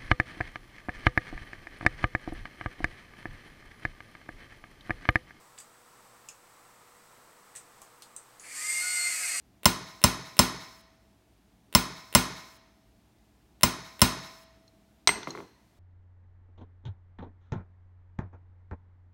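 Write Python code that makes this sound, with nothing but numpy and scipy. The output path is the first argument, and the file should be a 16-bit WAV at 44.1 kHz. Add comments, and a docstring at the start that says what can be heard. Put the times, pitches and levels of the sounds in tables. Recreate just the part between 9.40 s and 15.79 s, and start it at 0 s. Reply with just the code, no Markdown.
"""At a watchmaker's bench in a small, lively room, a small hammer taps a steel punch seven times. Faint ticks
are heard just ahead of each close-up tap; then comes a clink of steel and a thud as the punch's stand hits the
bench. Then a small steel part tinks and the hammer is laid down: its head clacks and bounces, its wooden handle
rocks to rest. The room echoes each sound over a low rumble and hiss. A limiter turns down the loudest moments,
so the blows peak at much the same level."""
import sys
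import numpy as np
from scipy import signal
from scipy.fft import rfft, irfft, next_fast_len
from scipy.io import wavfile
from scipy.ndimage import uniform_filter1d, minimum_filter1d

SR = 44100
rng = np.random.default_rng(int(sys.argv[2]) if len(sys.argv) > 2 else 0)


def to_wav(sig):
    """Store sig (one row per channel, or 1-D mono) as 16-bit WAV at the path in sys.argv[1].

    Samples outside -1..1 are clipped; the rate is SR.
    """
    pcm = np.clip(np.atleast_2d(sig), -1, 1) * 32767
    pcm = np.round(pcm).astype(np.int16)
    wavfile.write(sys.argv[1], SR, pcm.T)  # frames by channels


N = 281799
T = np.arange(int(1.2 * SR)) / SR  # time since a blow, in seconds

# Levels are relative. A fade_s is the time a sound takes to drop by 60 dB.
# the room's rumble and hiss: pitch_hz, level_db
AIR_SPECTRUM = [(15, -54), (25, -16.5), (44, 1.5), (64, 2), (91, -16.5), (107, 1), (140, -11.5), (209, -3),
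                (246, -10), (289, -6.5), (537, -21.5), (648, -15), (1240, -24.5), (3630, -28.5),
                (15500, -38)]
# hammer blows on the punch: start_s, strength_db, ping_db
TAPS = [(.2561, 0, -24.5), (0.6396, 1, -27), (0.9913, 2, -26), (2.35, 0, -19), (2.75, 2.5, -21.5),
        (4.2332, -0.5, -19), (4.6170, 2.5, -19.5)]
# faint ticks just before every blow: ahead_s, level_db
LEAD_TICKS = [(.0232, -31), (.011, -32)]
# the steel's crack, a crowd of very short tones: pitch_hz, level_db
CRACK_SPECTRUM = [(25, -26.5), (100, -9), (300, -1), (420, 2.5), (1000, -0.5), (1800, -3), (3200, 4),
                  (6000, -15.5), (9500, -2.5), (12000, -9), (14000, -8), (16500, -1.5)]
# tones of the punch and its steel stand: pitch_hz, level_db, fade_s
STEEL_TONES = [(200, -16.5, 0.028), (550, -24.5, 0.021), (653.8, -53, 2.3), (1002.3, -14, 0.064),
               (1352, -22.5, .04), (2091, -16, 0.055), (2857, -12.5, 0.027), (3280, -16, 0.023),
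               (4070, -21, 0.04), (4242, -20, 0.057), (5340, -5, 0.03), (6164, -19, 0.061),
               (7445, -14.5, 0.064), (9610, -19.5, 0.023), (9240, -33, 0.12), (10860, -8.5, 0.021),
               (11820, -23.5, 0.036), (13000, -27.5, 0.0057)]
# tones of the hammer head: pitch_hz, level_db, fade_s
HEAD_TONES = [(8317, 0, .17), (11950, -25, .2)]
# tones of the bench top under the stand: pitch_hz, level_db, fade_s
BENCH_TONES = [(56.3, -36.5, .3), (96, -13.5, 0.032), (111, -25.5, 0.14), (132, -28, 0.12),
               (165.6, -24.5, 0.12), (200, -8, .022), (251.5, -25.5, 0.23), (348.3, -36, .35),
               (574, -21, 0.036), (946.7, -10, 0.014), (1256, -34, 0.078), (1414, -20.5, .025)]
# the room's early and late echoes: pitch_hz, level_db
EARLY_SPECTRUM = [(40, -10.5), (120, -4), (260, 8.5), (500, -9), (1050, 3.5), (1700, -1.5), (2200, 1.5),
                  (3000, 1.5), (4300, 0), (6300, 1.5), (7500, -12), (11000, -8), (13000, -9), (15600, -8.5)]
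LATE_SPECTRUM = [(40, -6.5), (140, -10), (260, -6.5), (500, -8), (1000, 4), (1650, -1), (2100, 5),
                 (2600, -2.5), (3300, -4), (4200, 3), (4800, -6), (5300, 2.5), (6300, -0.5), (7500, -10),
                 (15600, -13)]
# how long those echoes last: pitch_hz, fade_s
EARLY_FADES = [(100, 0.6), (1000, 0.44), (5000, 0.19), (10000, 0.36), (15600, 0.13)]
LATE_FADES = [(100, 0.55), (1000, 0.94), (2500, 0.91), (6000, 0.83), (15000, 0.22)]
# a thin hiss that hangs on after every blow: pitch_hz, level_db
HISS_SPECTRUM = [(100, -10), (3000, -1.5), (8000, 1), (15000, -2)]
# light touches on a small steel part: start_s, level_db
TINKS = [(5.279, -56), (5.906, -33.5)]
# tones of that part: pitch_hz, level_db, fade_s
PART_TONES = [(4190, 0.5, .035), (5600, -5, .02), (6500, -4, 0.022)]
# the hammer head landing, bouncing and tipping over: start_s, level_db, dull_above_hz
HEAD_CLACKS = [(5.6740, -3, 8550), (5.6770, -9.5, 4455), (5.6909, -5.5, 2600), (5.831, -31.5, 4030)]
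# tones of the hammer hitting wood: pitch_hz, level_db, fade_s
WOOD_TONES = [(171, -38.5, 0.037), (304, -26.5, 0.026), (412, -27, 0.053), (659, -23.5, 0.052),
              (1046, -9, 0.0095), (1415, -13, 0.018), (2082, -7, 0.033), (2410, -10, 0.0197),
              (3150, -19.5, 0.019), (4064, -5, 0.02), (5400, -13.5, 0.021), (6070, -4.5, 0.024),
              (11850, -13, 0.016)]
# the noisy part of that hit: pitch_hz, level_db
CLACK_SPECTRUM = [(60, -15), (400, -14.5), (1200, 0.5), (2300, 7), (4000, 10), (6500, 4), (9000, -0.5),
                  (16000, -9.5)]
# the wooden handle knocking on the bench: start_s, level_db
HANDLE_KNOCKS = [(5.757, -22.5), (5.776, -28), (5.8721, -14.5), (5.95, -22), (5.9744, -23.5),
                 (5.985, -27.5), (6.0031, -27)]
# the handle rocking on the bench: pitch_hz, level_db
ROCKING_SPECTRUM = [(50, -21), (130, -0.5), (300, 1.5), (430, 4.5), (620, -10), (1100, -7), (2200, -32),
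                    (3200, -21), (15000, -40)]


def amp(db):
    """Turn decibels into a number to multiply by."""
    return 10 ** (np.asarray(db) / 20)


def unit(x):
    """Scale a sound to an average (rms) level of 1."""
    return x / np.sqrt(np.mean(x ** 2) + 1e-20)


def along(points, hz):
    """Read between the rows of a (pitch_hz, value) table, on a log pitch scale."""
    pitches, values = np.transpose(points)
    return np.interp(np.log(hz + 1), np.log(pitches + 1), values)


def filtered(x, gain_at):
    """Turn each frequency up or down by gain_at(hz)."""
    size = next_fast_len(len(x) + 8192)
    return irfft(rfft(x, size) * gain_at(np.fft.rfftfreq(size, 1 / SR)), size)[:len(x)]


def noise(spectrum, size=len(T)):
    """Noise shaped by a spectrum table, at an average level of 1."""
    return unit(filtered(rng.standard_normal(size), lambda hz: amp(along(spectrum, hz))))


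def fade(t, fade_s):
    """A smooth fall that is 60 dB down after fade_s."""
    return np.exp(-np.log(1000) * t / fade_s)


def add(track, start_s, sound):
    """Mix a sound into the track at start_s."""
    part = track[round(start_s * SR):][:len(sound)]
    part += sound[:len(part)]


def ring(tones, scatter_db=2.0):
    """A struck object rings with fading tones, each a little louder or softer at every hit."""
    out = np.zeros(len(T))
    for k, (hz, db, fade_s) in enumerate(tones):
        t = T[:int(2 * fade_s * SR)]
        gain = (-1) ** k * amp(db + scatter_db * rng.standard_normal())  # every other tone is flipped
        out[:len(t)] += gain * np.sin(2 * np.pi * hz * t) * fade(t, fade_s)
    return out


def snap(db):
    """The instant of contact: one click that holds all frequencies."""
    return amp(db) * (T == 0)


def background():
    """The quiet room's steady rumble and hiss."""
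    return amp(-62.5) * noise(AIR_SPECTRUM, N)


def taps(walls):
    """Each blow rings the steel; a moment later the stand thuds against the bench."""
    ping_hz, ping_fade_s, thud_delay_s = 15610, .11, .0053
    clink_evening = 0.85  # a harder blow has a louder thud and echo, but its clink stays about as loud
    out = np.zeros(N)
    shared_noise = noise(CRACK_SPECTRUM)  # the crack is much the same at every blow
    for start_s, strength_db, ping_db in TAPS:
        crack = amp(-4.5) * unit(shared_noise + 0.18 * noise(CRACK_SPECTRUM)) * fade(T, 0.022)
        steel = ring(STEEL_TONES)
        clink = amp(-2 - clink_evening * strength_db) * (steel + crack)
        head = head_ring(db=-29)
        ping = ring([(ping_hz, ping_db, ping_fade_s)])  # top steel tone; level depends on the spot hit
        thud = np.zeros(len(T))
        add(thud, thud_delay_s, -amp(0.5) * ring(BENCH_TONES))
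        for ahead_s, tick_db in LEAD_TICKS:
            add(out, start_s - ahead_s, amp(strength_db + tick_db) * crack)
        add(out, start_s, amp(strength_db) * (clink + head + ping + thud))
        # each part spreads into the room with its own strength
        into_room = (snap(16.16) + amp(-11) * steel + amp(-5) * crack
                     + amp(-12) * thud + amp(-1) * head + amp(3) * ping)
        add(out, start_s, amp(strength_db) * signal.fftconvolve(into_room, walls))
    return out


def head_ring(db):
    """The struck hammer head gives a clear, high ring."""
    return amp(db) * ring(HEAD_TONES, scatter_db=1.0)


def echo_tail(spectrum, fades, rise_s):
    """A one-second wash of echoes in which each frequency dies away at its own speed."""
    hz, t, bands = signal.stft(rng.standard_normal(SR), SR, nperseg=256)
    bands = bands * fade(t, along(fades, hz)[:, None])
    size = np.linalg.norm(signal.istft(bands, SR)[1])
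    wash = signal.istft(bands * amp(along(spectrum, hz))[:, None], SR)[1][:SR]
    swell = 1 - np.exp(-(T[:SR] / rise_s) ** 2)
    return wash / size * swell


def echoes_and_hiss():
    """Early echoes, a longer tail and a weak late echo; a thin hiss hangs on briefly, then stops."""
    late_echo_s, hiss_s = .2, .425
    out = amp(-8) * echo_tail(EARLY_SPECTRUM, EARLY_FADES, rise_s=.003)
    out += amp(-15) * echo_tail(LATE_SPECTRUM, LATE_FADES, rise_s=0.023)
    add(out, late_echo_s, amp(-28) * echo_tail(LATE_SPECTRUM, EARLY_FADES, rise_s=0.02))
    add(out, 0, amp(-84) * noise(HISS_SPECTRUM, int(hiss_s * SR)))
    return out


def tinks(walls):
    """Light touches ring a small steel part."""
    out = np.zeros(N)
    for start_s, db in TINKS:
        tink = amp(db) * ring(PART_TONES)
        add(out, start_s, tink + amp(-12) * signal.fftconvolve(tink, walls)[:len(T)])
    return out


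def wood_knock(walls, dull_above_hz):
    """One knock on the bench top with its echo; the softer the contact, the duller it sounds."""
    knock = ring(WOOD_TONES) + amp(-3.5) * noise(CLACK_SPECTRUM) * fade(T, 0.02)
    echo = signal.fftconvolve(snap(9) + amp(-15.5) * knock, walls)[:len(T)]
    treble_cut = signal.butter(3, dull_above_hz, fs=SR, output="sos")
    return signal.sosfilt(treble_cut, knock + echo)


def hammer_laid_down(walls):
    """The head clacks on the wood and bounces; the handle knocks more dully and rocks after each knock."""
    out = np.zeros(N)
    for start_s, db, dull_above_hz in HEAD_CLACKS:
        add(out, start_s, amp(db) * wood_knock(walls, dull_above_hz))
    # only the first landing is hard enough to ring the head and send a bright tick into the room
    landing_s = HEAD_CLACKS[0][0]
    add(out, landing_s, head_ring(db=-21))
    add(out, landing_s, signal.fftconvolve(snap(9) + head_ring(db=-26.5), walls))
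    rise_s = 0.0019
    rocking_level = amp(-20.5) * (1 - np.exp(-T / rise_s)) * fade(T, fade_s=0.26)
    for start_s, db in HANDLE_KNOCKS:
        knock = wood_knock(walls, dull_above_hz=1340)
        add(out, start_s, amp(db) * (knock + rocking_level * noise(ROCKING_SPECTRUM)))
    return out


def limiter(x, ceiling_db, hold_s):
    """Turn the volume down around every peak that passes the ceiling."""
    width = int(hold_s * SR)
    needed_gain = np.minimum(1, amp(ceiling_db) / (np.abs(x) + 1e-9))
    return x * uniform_filter1d(minimum_filter1d(needed_gain, width), width)


def scene():
    """Taps, small tinks and the hammer laid down, over the quiet room."""
    walls = echoes_and_hiss()
    return (taps(walls) + tinks(walls) + hammer_laid_down(walls) + background())[None]


def record(dry):
    """Drop the deepest bass, limit and round off the tallest peaks, then cut the highest treble."""
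    low_hz, top_hz, hardness = 50, 16200, 4
    bass_cut = signal.butter(3, low_hz, "high", fs=SR, output="sos")
    limited = limiter(signal.sosfilt(bass_cut, dry[0]), ceiling_db=0.5, hold_s=.012)
    rounded = limited / (1 + np.abs(limited) ** hardness) ** (1 / hardness)
    return filtered(rounded, lambda hz: 1 / (1 + (hz / top_hz) ** 160))[None]


dry = scene()
out = record(dry)
to_wav(out)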